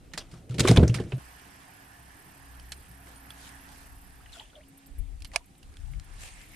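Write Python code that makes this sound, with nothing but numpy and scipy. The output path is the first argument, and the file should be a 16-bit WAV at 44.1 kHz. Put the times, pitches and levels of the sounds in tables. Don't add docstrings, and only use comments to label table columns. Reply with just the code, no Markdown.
import sys
import numpy as np
from scipy import signal
from scipy.fft import rfft, irfft, next_fast_len
from scipy.io import wavfile
from scipy.ndimage import uniform_filter1d

SR = 44100
rng = np.random.default_rng(int(sys.argv[2]) if len(sys.argv) > 2 else 0)


def dump_mix(stems):
    frames = np.atleast_2d(stems).T
    limited = np.clip(frames, -1, 1)
    pcm = np.round(limited * 32767).astype(np.int16)
    wavfile.write(sys.argv[1], SR, pcm)


N = 289075


def amp(db):
    return 10 ** (np.asarray(db) / 20)


def evened(x):
    return x / np.sqrt(np.mean(x ** 2) + 1e-20)


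def smoothed_noise(count, size):
    return evened(uniform_filter1d(rng.standard_normal(count), size=size))


def wander(size):
    return evened(uniform_filter1d(uniform_filter1d(rng.standard_normal(N), size=size), size=size))


def read(points, hz):
    point_hz, value = np.transpose(points)
    return np.interp(np.log(hz + 1), np.log(point_hz + 1), value)


def level(rows, index=1):
    rows = np.array(rows)
    return amp(np.interp(np.arange(N) / SR, rows[:, 0], rows[:, index], left=-150, right=-150))


def add(mix, s, sound, pan_db):
    part = mix[:, round(s * SR):][:, :sound.shape[-1]]
    sides = amp([[pan_db / 2], [-pan_db / 2]])
    part += (sides * sound)[:, :part.shape[1]]


def hiss(spectrum, same, patchy_db, size=1024):
    frames, hz = 4 * N // size + 5, np.fft.rfftfreq(size, 1 / SR)
    a, b, c, d, patches = rng.standard_normal((frames, len(hz), 5)).T
    patches = uniform_filter1d(patches, size=9, axis=0)
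    patches = evened(uniform_filter1d(patches, size=9, axis=1))
    same = np.clip(read(same, hz), -1, 1)[:, None]
    left = a + 1j * b
    right = same * left + np.sqrt(1 - same ** 2) * (c + 1j * d)
    z = np.array([left, right])
    z *= amp(read(spectrum, hz)[:, None] + patchy_db * patches)
    return evened(signal.istft(z, nperseg=size, noverlap=3 * size // 4)[1][:, :N])


def resonate(x, hz, width):
    r = np.exp(-np.pi * width / SR)
    return 2 * signal.lfilter([1 - r], [1, -r * np.exp(2j * np.pi * hz / SR)], x).real


def ring(modes, rise_ms, size):
    t = np.arange(size) / SR
    tones = sum(amp(db - 60 * t / t60) * np.sin(2 * np.pi * (hz * t + rng.random()))
                for hz, db, t60 in modes)
    tones = tones * np.sin(np.pi / 2 * np.minimum(1000 * t / max(rise_ms, .1), 1)) ** 2
    return tones / np.linalg.norm(tones) * np.sqrt(SR / 100)


def knocks(rows, broad, rise_ms, share, width, tail_db):
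    size = 7000
    out, t = np.zeros((2, N)), np.arange(size) / SR
    white = rng.standard_normal(N + size)
    grains = amp(1.5 * smoothed_noise(N + size, size=70))
    dull = signal.lfilter(*signal.butter(2, 3500, fs=SR), broad)
    share = np.clip(share, 0, 1)
    rise = np.sin(np.pi / 2 * np.minimum(1000 * t / rise_ms, 1)) ** 2
    for s, db, hz, pan_db, t60, treble_db in rows:
        here = slice(round(s * SR), round(s * SR) + size)
        loose = dull[:, here] + amp(treble_db) * (broad - dull)[:, here]
        band = resonate(resonate(white[here], hz, width * hz), hz, width * hz)
        band = evened(band)[:loose.shape[1]]
        after = np.maximum(t - rise_ms / 1000, 0) / max(t60, .003)
        crack, tail = amp(-170 * after), amp(tail_db - 60 * after)
        shape = rise * (crack + tail) * amp(db) * grains[here]
        add(out, s, (share * loose + (1 - share) * band) * shape[:len(band)], pan_db)
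    return out


# (time [s], level [dB], left-right difference [dB])
WIND = [(0, -53, -2), (1.2, -59, 2), (1.75, -72, 0), (2.1, -66, 0), (2.75, -56.5, -1), (3.3, -66, 0),
        (3.98, -54, 1), (4.4, -59.5, -1), (4.85, -63, 0), (4.92, -47, -15), (5.01, -37.5, 20),
        (5.07, -47.5, 12.5), (5.23, -43.5, 1.5), (5.6, -69.5, -1), (5.67, -47, 7), (5.75, -51, -3),
        (5.831, -39, 15), (5.99, -36, 13), (6.05, -45.5, 4), (6.3, -47.5, 4), (6.41, -55, 1),
        (6.55, -49, 4)]
# (frequency [Hz], level [dB per Hz])
BUFFET = [(7.1, -59), (12, -27), (33, 6), (54, 1.5), (118, -14.5), (160, -20.5), (210, -79), (350, -120)]
# (frequency [Hz], level [dB per Hz])
RUMBLE = [(41, -43), (70, -13), (91, -2.5), (173, -6.5), (238, -16), (274, -9), (303, -11.5), (500, -18.5),
          (650, -24), (1100, -120)]
# (frequency [Hz], likeness [-1 to 1])
SAME = [(60, 1), (130, 0.96), (290, 0.68), (640, 0.19), (1410, -0.32), (3100, 0.69), (6820, -0.16),
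        (15000, -0.17)]


def wind():
    s, gust_db, pan_db = np.transpose(WIND)
    gust_db, pan_db = (np.interp(np.arange(N) / SR, s, v) for v in (gust_db, pan_db))
    buffet_db = gust_db + wander(size=2500) + pan_db * [[.5], [-.5]]
    buffet = amp(buffet_db) * hiss(BUFFET, [(20, 0.33), (50, 0.697), (100, 0.97)], 2.3, size=4096)
    rumble_db = -61.5 + 0.061 * (gust_db - gust_db.mean()) + 2 * wander(size=2000)
    return buffet + amp(rumble_db) * hiss(RUMBLE, SAME, 2.7, size=2048)


# (time [s], level [dB])
HUM = [(0, -64), (.45, -80), (1.3, -72), (1.4, -69), (1.8, -67), (1.95, -72.5), (2.55, -66.5), (2.82, -77),
       (2.95, -65.5), (3.62, -61.5), (4.3, -68.5), (4.45, -76), (4.68, -60), (5.09, -63.5), (5.2, -75.5),
       (5.77, -66.5), (6.0, -86), (6.4, -84), (6.55, -59.5)]
HUM_HZ, HUM_WAVER_HZ, HUM_WAVER_DB = 273.8, .7, 0.9


def thin_hum():
    strength = level(HUM) * amp(HUM_WAVER_DB * wander(size=2500))
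    turns = np.cumsum(HUM_HZ + HUM_WAVER_HZ * wander(size=8000)) / SR
    return strength * np.sqrt(2) * np.sin(2 * np.pi * turns)


# (time [s], level [dB])
DRONE = [(1.2, -50), (1.56, -68), (1.75, -73), (2.07, -54), (2.22, -74), (2.54, -50), (2.8, -50.5),
         (2.86, -65), (2.92, -54), (3.62, -57.5), (3.9, -57.5), (4.31, -59), (4.38, -82), (4.65, -58),
         (4.75, -73)]
DRONE_HZ, DRONE_WAVER_HZ = 62.4, 1.82


def low_drone():
    turns = np.cumsum(DRONE_HZ + DRONE_WAVER_HZ * wander(size=5000)) / SR
    partials = sum(amp(db) * np.sin(2 * np.pi * (k + 1) * turns) for k, db in enumerate((0, -14.5, -17)))
    return level(DRONE) * np.sqrt(2) * partials


FAR_SONG_HZ, FAR_SONG_WIDTH_HZ, FAR_SONG_DB = 8540, 800, -83


def far_insects():
    song = []
    for noise in rng.standard_normal((2, N)):
        once = resonate(noise, FAR_SONG_HZ, FAR_SONG_WIDTH_HZ)
        song.append(evened(resonate(once, FAR_SONG_HZ, FAR_SONG_WIDTH_HZ)))
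    return amp(FAR_SONG_DB) * np.array(song)


# (frequency [Hz], level [dB per Hz])
AIR = [(120, -4.5), (200, -7.5), (270, -3.5), (414, -35), (755, -5), (840, -12), (2430, -18), (4360, -24),
       (4680, -24.5), (6000, -24), (9020, -19.5), (12200, -25.5), (13800, -27.5)]


def air():
    return amp(-63) * hiss(AIR, SAME, 1.3)


# (time [s], level before the throb [dB])
BUZZ = [
    [(1.15, -65), (1.24, -59.5), (1.4, -61), (3.03, -58.5), (3.31, -58), (4.02, -58.5), (4.27, -65.5),
     (4.45, -68)],
    [(6.35, -66), (6.55, -58)],
]
# (start time [s], peak level [dB])
CHIRPS = [(4.6795, -54), (4.7715, -53.5), (4.8605, -52.5), (4.981, -51), (5.2684, -58.5), (5.4535, -60),
          (5.5752, -60), (5.912, -57.5), (6.0394, -57.5), (6.132, -59)]
# (frequency [Hz], level [dB per Hz])
WINGS = [(4120, -26), (7000, -19), (7660, -8), (8580, 2), (9380, -4), (10100, 3.5), (11200, -2),
         (11900, 2.5), (14000, -6.5)]
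BUZZ_PER_S, BUZZ_PEAK_S = 34.75, 1.913


def insect():
    t = np.arange(N) / SR
    drift = 0.12 * smoothed_noise(N, size=1500)
    turns = BUZZ_PER_S * (t - BUZZ_PEAK_S) + drift
    stroke = (.5 + .5 * np.cos(2 * np.pi * turns)) ** 0.37 + 0.16
    gate = sum(level(part) for part in BUZZ) * stroke
    for s, db in CHIRPS:
        u = np.maximum(t - s, 0) / 0.007
        gate += amp(db) * (u * np.exp(1 - u)) ** 2
    return gate * amp([[-.8], [.8]]) * hiss(WINGS, [(7000, 0.079), (15000, 0)], 3.2, size=512)


# (time of peak [s], level before colouring [dB], rise [s], fall [s],
# tilt [about dB per octave], left-right difference [dB], stressed pitch [about Hz], stress [dB])
SWISHES = [(3.1, -57, 0.053, 0.074, 2, -4, 3000, 1), (3.45, -53.5, 0.081, 0.059, 5, 1, 3540, 5.5),
           (3.76, -57, 0.086, 0.13, 3.5, -3, 4560, 1), (4.332, -53, 0.012, 0.066, 4.5, 2, 3520, 2),
           (4.41, -71.5, 0.035, 0.035, -8, -1, 3500, 31.5), (4.565, -64, 0.037, 0.031, -5, 2.5, 3420, 10),
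           (5.35, -46, 0.018, 0.036, 1, -1, 2390, 0), (5.8, -66.5, 0.15, 0.32, 5, -3, 1820, 12),
           (6.245, -49, 0.045, 0.057, 6, 1.5, 2580, 8.5), (6.4, -60, 0.049, 0.056, 2, 3, 2460, 17.5),
           (6.52, -63, 0.046, 0.12, 3, 2, 2460, 16)]
# (frequency [Hz], level [dB per Hz])
CLOTH = [(290, -31), (500, 8.5), (1290, 2), (1570, -2.5), (1750, -2), (2340, -3.5), (3170, -4.5),
         (9180, -10.5), (13500, -29)]


def swishes():
    t, out = np.arange(N) / SR, np.zeros((2, N))
    size = next_fast_len(N)
    flutter = amp(2.06 * smoothed_noise(N, size=150))
    cloth = rfft(flutter * hiss(CLOTH, [(600, .3), (9000, .1)], 2.0, size=512), size)
    octaves = np.log2(np.fft.rfftfreq(size, 1 / SR) / 3000 + 0.14)
    for s, db, rise, fall, tilt_db, pan_db, hz, stress_db in SWISHES:
        bump = np.exp(-((octaves - np.log2(hz / 3000 + 0.056)) / 0.37) ** 2)
        colour = amp(tilt_db * octaves + stress_db * bump)
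        swell = np.exp(-((t - s) / np.where(t < s, rise, fall)) ** 2)
        add(out, 0, amp(db) * swell * irfft(cloth * colour, size)[:, :N], pan_db)
    return out


# (time [s], level [dB], starting pitch [Hz], length [s],
# pitch at the end as a multiple of the start)
DROPS = [(4.202, -54.5, 1140, 0.024, 2.1), (4.258, -52, 1860, 0.016, 0.94), (4.259, -53, 2830, 0.011, 1.06),
         (4.295, -50.5, 3080, 0.0067, 0.88), (4.329, -45.5, 3800, 0.018, 0.91),
         (4.347, -52, 3400, 0.021, 0.79), (4.351, -53, 1365, 0.031, 1.1), (4.367, -50.5, 689, 0.031, 1.05),
         (4.397, -36, 3020, 0.0063, 1.55), (4.398, -49, 875, 0.035, 1.09), (4.406, -51, 2180, 0.0093, 0.94),
         (4.455, -55, 3020, 0.01, 0.92), (4.5, -54.5, 3350, 0.0088, 1.03), (4.53, -58, 1520, 0.015, 0.92),
         (4.554, -46.5, 3270, 0.0094, 1.03), (4.559, -50.5, 618, 0.075, 0.96),
         (4.561, -58, 3600, 0.016, 0.83), (4.606, -56, 1740, 0.017, 1.9), (4.634, -60, 2900, 0.013, 1.3),
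         (5.881, -62, 780, 0.019, 1.2)]


def drips():
    out = np.zeros((2, N))
    ragged = smoothed_noise(N, size=120)
    for s, db, hz, length, glide in DROPS:
        u = np.arange(0, length, 1 / SR) / length
        wobble = ragged[round(s * SR):][:len(u)]
        turns = np.cumsum(hz * glide ** (u ** 1.35) * (1 + 0.056 * wobble)) / SR
        swell = amp(db + 1.5 * wobble[::-1]) * np.sin(np.pi * u ** .45)
        add(out, s, swell * np.sin(2 * np.pi * turns), .6)
    return out


# (time [s], whirr level [dB], line hiss level [dB])
WHIRR = [(1.18, -54.5, -59), (1.7, -55, -62), (2.02, -56.5, -64.5), (2.63, -57, -63.5), (2.83, -59, -62.5),
         (3.06, -56.5, -72.5), (3.5, -53, -59.5), (3.84, -56, -68), (4.04, -59.5, -69), (4.43, -61.5, -60),
         (4.56, -79, -68), (4.81, -65.5, -66.5), (5.05, -75, -68.5), (5.8, -86.5, -70),
         (6.06, -61.5, -64.5), (6.25, -56.5, -54), (6.55, -65.5, -61)]
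# (frequency [Hz], level [dB per Hz])
GEARS = [(210, -1), (350, -5), (585, -9), (700, 3), (859, 1.5), (1350, -1.5), (1760, 4), (2110, -6),
         (2830, -7), (3850, -18), (4910, -12), (6030, -15), (7500, -21), (9750, -45), (16500, -120)]
# (frequency [Hz], level [dB per Hz])
LINE = [(1180, -20.5), (2000, -5.5), (2120, -6), (2280, -4), (2830, -6.5), (3900, -9.5), (4830, -10),
        (6570, -12), (9000, -7), (11700, -22), (19800, -120)]
# (time [s], level [dB], ring pitch [Hz], left-right difference [dB],
# time to die by 60 dB [s], treble of the broad snap [dB])
TICKS = [(1.3964, -55, 2320, 8, 0.028, 2), (2.5973, -59, 2800, -2, 0.025, 9),
         (2.7194, -38, 4220, -4, 0.056, 5), (2.9113, -53, 8760, -5, .03, -8),
         (3.069, -52, 2190, -4, .03, -3), (3.1579, -56, 9400, 1, .03, 1), (3.304, -44, 9800, -7, .02, -13),
         (3.3047, -42, 3380, -5, 0.042, -5), (3.491, -50, 9200, -13, 0.022, -3),
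         (3.689, -59, 2590, -6, .03, 4.5), (3.758, -57, 2030, -13, 0.02, 5),
         (4.1064, -56, 1970, -6, 0.032, -4), (4.261, -52, 2800, 3, .02, -10),
         (4.86, -63, 4500, -5, .026, 3), (4.981, -56.5, 2170, -4, 0.038, -14),
         (5.204, -51.5, 2760, -7, .028, 0.5), (5.221, -50, 5040, -5, 0.035, 5),
         (5.2465, -42, 4370, -5, 0.07, 0.5), (5.3158, -51, 2040, -2, .04, -5),
         (5.335, -45.5, 2420, 0, .06, -5), (5.36, -26.5, 7660, -9, 0.017, 5.5),
         (5.443, -62, 2510, -4, 0.036, 3), (5.5518, -60.5, 3940, -2, 0.041, -7),
         (5.6283, -58.5, 2620, -5, 0.073, 2.5), (5.739, -56.5, 2060, 5, .03, 1.5),
         (5.769, -49, 3380, -2.5, 0.024, -0.5), (5.8576, -63, 2810, -5, .03, 1),
         (5.9355, -49, 2040, 0, 0.024, -4.5), (5.9975, -42, 5460, 3, 0.012, -0.5),
         (6.4144, -50, 7300, -.6, .03, -1)]
# (frequency [Hz], level [dB per Hz])
SNAP = [(290, -50), (500, -16), (1670, -5), (2200, -5.5), (3190, -2.5), (3530, -9), (4440, -2),
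        (6180, -9.5), (10500, -10.5), (15500, -40)]
# (pitch [Hz], relative level [dB], time to die by 60 dB [s])
HOUSING = [(476, -2.5, 0.0051), (689, -6, 0.03), (894, -3.5, 0.014), (1176, -3.5, .01),
           (1694, -12.5, 0.027), (2250, -4.5, 0.021), (2460, 8, 0.011), (2830, -5, 0.015),
           (3400, -0.5, 0.0085), (4260, -3, 0.0085), (5370, -0.5, 0.01), (6100, -8, 0.01),
           (7900, -6, 0.011), (9250, -5, 0.016), (10600, -16, 0.0063)]
# (time [s], level [dB], pitch [Hz], time to die by 60 dB [s])
PINGS = [(2.776, -60, 9050, .13), (3.16, -53, 9180, 0.15), (3.331, -69, 8900, 0.13),
         (5.405, -60.5, 970, 0.1), (6.335, -58, 9000, 0.075), (6.418, -62, 7300, 0.05)]
LATCH_S, LATCH_DB, LATCH_PAN_DB = 5.359, -23.5, -7


def reel():
    out = level(WHIRR) * amp([[-2.5], [2.5]]) * hiss(GEARS, SAME, 1.5)
    out += level(WHIRR, index=2) * amp([[-1.5], [1.5]]) * hiss(LINE, SAME, 2.5, size=512)
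    snap = hiss(SNAP, [(600, .9), (12000, .6)], 2.0, size=256)
    out += knocks(TICKS, snap, rise_ms=0.63, share=0.54, width=0.14, tail_db=1)
    add(out, LATCH_S, amp(LATCH_DB) * ring(HOUSING, 2.6, size=6000), LATCH_PAN_DB)
    for s, db, hz, t60 in PINGS:
        add(out, s, amp(db) * ring([(hz, 0, t60)], 1.5, size=9000), -1.5)
    return out


def hull(x):
    tail = rng.standard_normal((2, 5000)) * amp(-60 * np.arange(5000) / SR / 0.067)
    tail[:, :60] = 0
    return signal.fftconvolve(x, tail / np.linalg.norm(tail[0]), axes=1)[:, :N]


# (time [s], level [dB], favoured pitch of the struck wall [Hz],
# spread [octaves], ring length [multiple])
BLOWS = [(.141, -43, 191, 0.3, 1.3), (.179, -45, 260, 1.5, 2.9), (0.329, -38, 158, 0.85, 2.9),
         (.497, -23, 119, 0.16, 4.9), (.542, -30.5, 200, 1.2, 2.1), (0.587, -23.5, 202, 1.6, 1.6),
         (.604, -17.5, 182, 1.3, 0.84), (.648, -17.5, 370, 0.48, 0.65), (.691, -7, 160, 0.91, 2),
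         (0.711, -11, 173, 1.2, 0.55), (.716, -27.5, 650, 0.22, 0.4), (.775, -9.5, 207, 1.9, 0.8),
         (.783, -10, 107, 0.45, .4), (.8, -14.5, 148, 1.1, 0.41), (.827, -10.5, 181, 1.2, 0.29),
         (0.838, -14.5, 110, 1.34, 0.59), (.894, -13.5, 125, .22, 1.16), (.954, -24, 123, 0.36, 1),
         (.998, -23, 243, 1.3, 0.89), (1.041, -38, 149, .61, 1.2), (1.065, -45, 365, 0.26, 0.47),
         (1.122, -35.5, 396, 0.85, 0.61), (1.132, -21.5, 116, 0.16, 1.25)]
# (pitch [Hz], relative level [dB],
# time to die by 60 dB before the blow's length multiple [s])
COOLER = [(70, 0.5, 0.22), (92.4, -44, 0.12), (122.5, 2, 0.14), (168.7, 0.5, 0.14), (195.5, -5.5, 0.12),
          (252.6, -6.5, 0.14), (351, -1.5, 0.13), (426, 3, 0.043), (481, -6, 0.13), (592, -17.5, 0.25),
          (668, -14, 0.2), (760, -12, 0.089), (863, -15.5, 0.13), (900, -17.5, 0.18), (1050, -6, 0.062)]
CONTACT_MS = 3.9


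def blows():
    out = np.zeros((2, N))
    all_bends = rng.standard_normal((len(BLOWS), len(COOLER)))
    for (s, db, wall_hz, spread, length), bends in zip(BLOWS, all_bends):
        modes = []
        for (hz, mode_db, t60), bend in zip(COOLER, bends):
            loss_db = 6 * abs(np.log2(hz / wall_hz) / spread) ** 1.3
            modes.append((hz * (1 + 0.037 * bend), mode_db - loss_db, t60 * length))
        add(out, s, amp(db) * ring(modes, CONTACT_MS / spread ** 0.27, size=12000), -.2)
    return out


# (time [s], level [dB], ring pitch [Hz], left-right difference [dB],
# time to die by 60 dB [s], treble of the broad crunch [dB])
RATTLES = [(.115, -63, 2910, 2, 0.14, -21), (.134, -42.5, 1840, -7, 0.11, 5.3),
           (.175, -33.5, 4800, -1.5, 0.11, 6), (.207, -48, 3180, 0, 0.12, -34),
           (.312, -65.5, 4850, -2, 0.25, 11.5), (.337, -58, 1240, 7, 0.13, 0),
           (.493, -55, 2730, 1, 0.11, 4.5), (.508, -58, 1300, 3, 0.35, 7), (.541, -55, 2420, 0, 0.13, 11.5),
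           (.581, -41.5, 2500, -4, 0.19, 9), (.594, -30, 4160, 0, 0.047, 13),
           (.603, -26.5, 3450, -3, 0.035, 11), (.631, -40, 3240, 1, 0.44, -5),
           (.651, -23.5, 1290, -3.5, 0.043, -12), (.673, -28.5, 2430, -1, 0.16, 5.5),
           (.682, -26, 4200, -2, 0.034, 7), (.689, -26.5, 3400, -.6, 0.067, -25),
           (.711, -37, 2050, -3.5, 0.041, 12), (.734, -47, 1190, -4.5, 0.05, -5),
           (.76, -27.5, 2550, -1.5, 0.1, 1), (.771, -17, 3460, -4, 0.034, -23),
           (.793, -41, 1080, -9, 0.17, -17), (.829, -31, 1470, 1, 0.086, -5.5),
           (.876, -37, 5800, -0.5, 0.097, -0.5), (.895, -39.5, 2760, -4, .054, -12),
           (.941, -37.5, 2300, -5, 0.14, 10), (.983, -45, 1740, -9, 0.2, -28),
           (.998, -48, 2840, -3, .11, 2), (1.036, -54, 2310, -7, .061, -1),
           (1.119, -40.5, 2650, -4, 0.066, -20)]
# (frequency [Hz], level [dB per Hz])
CRUNCH = [(290, -6), (500, -11.5), (657, -0.5), (876, -10.5), (1310, -7.5), (1820, -9.5), (3630, -12),
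          (6930, -16.5), (9240, -17.5), (15500, -40.5)]
# (time [s], dull rumble level [dB], fine crunch level [dB])
SLOSH = [(0.0, -57, -69), (0.38, -62, -62.5), (0.56, -39, -81), (0.628, -30, -46.5), (0.688, -28, -34.5),
         (0.762, -29, -45), (0.83, -19, -51), (0.87, -30, -56), (0.95, -38.5, -54), (1.024, -37, -60),
         (1.146, -51, -55), (1.19, -39, -64)]
COOLER_CUT_S = 1.188


def cooler():
    out = blows()
    crunch = hiss(CRUNCH, [(600, .75), (3000, .8), (12000, .3)], 2.0, size=256)
    out += knocks(RATTLES, crunch, rise_ms=2.86, share=0.47, width=0.28, tail_db=-0.5)
    out += level(SLOSH, index=2) * crunch
    out += level(SLOSH) * hiss(RUMBLE, [(60, .98), (400, .9)], 2.5, size=2048)
    return out * np.clip((COOLER_CUT_S - np.arange(N) / SR) / 0.003, 0, 1)


def scene():
    background = wind() + thin_hum() + low_drone() + far_insects() + air()
    gear = drips() + reel()
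    return background + insect() + swishes() + gear + amp(-23) * hull(gear) + cooler()


TREBLE_FADE_HZ, EDGE_HZ = 14400, 16500


def record(dry):
    squeezed = .75 * np.tanh(dry / .75)
    faded = signal.sosfilt(signal.butter(14, TREBLE_FADE_HZ, fs=SR, output="sos"), squeezed)
    limit = signal.firwin(511, EDGE_HZ, window=("kaiser", 9), fs=SR)
    return signal.oaconvolve(faded, limit[None], "same")


dry = scene()
out = record(dry)
dump_mix(out)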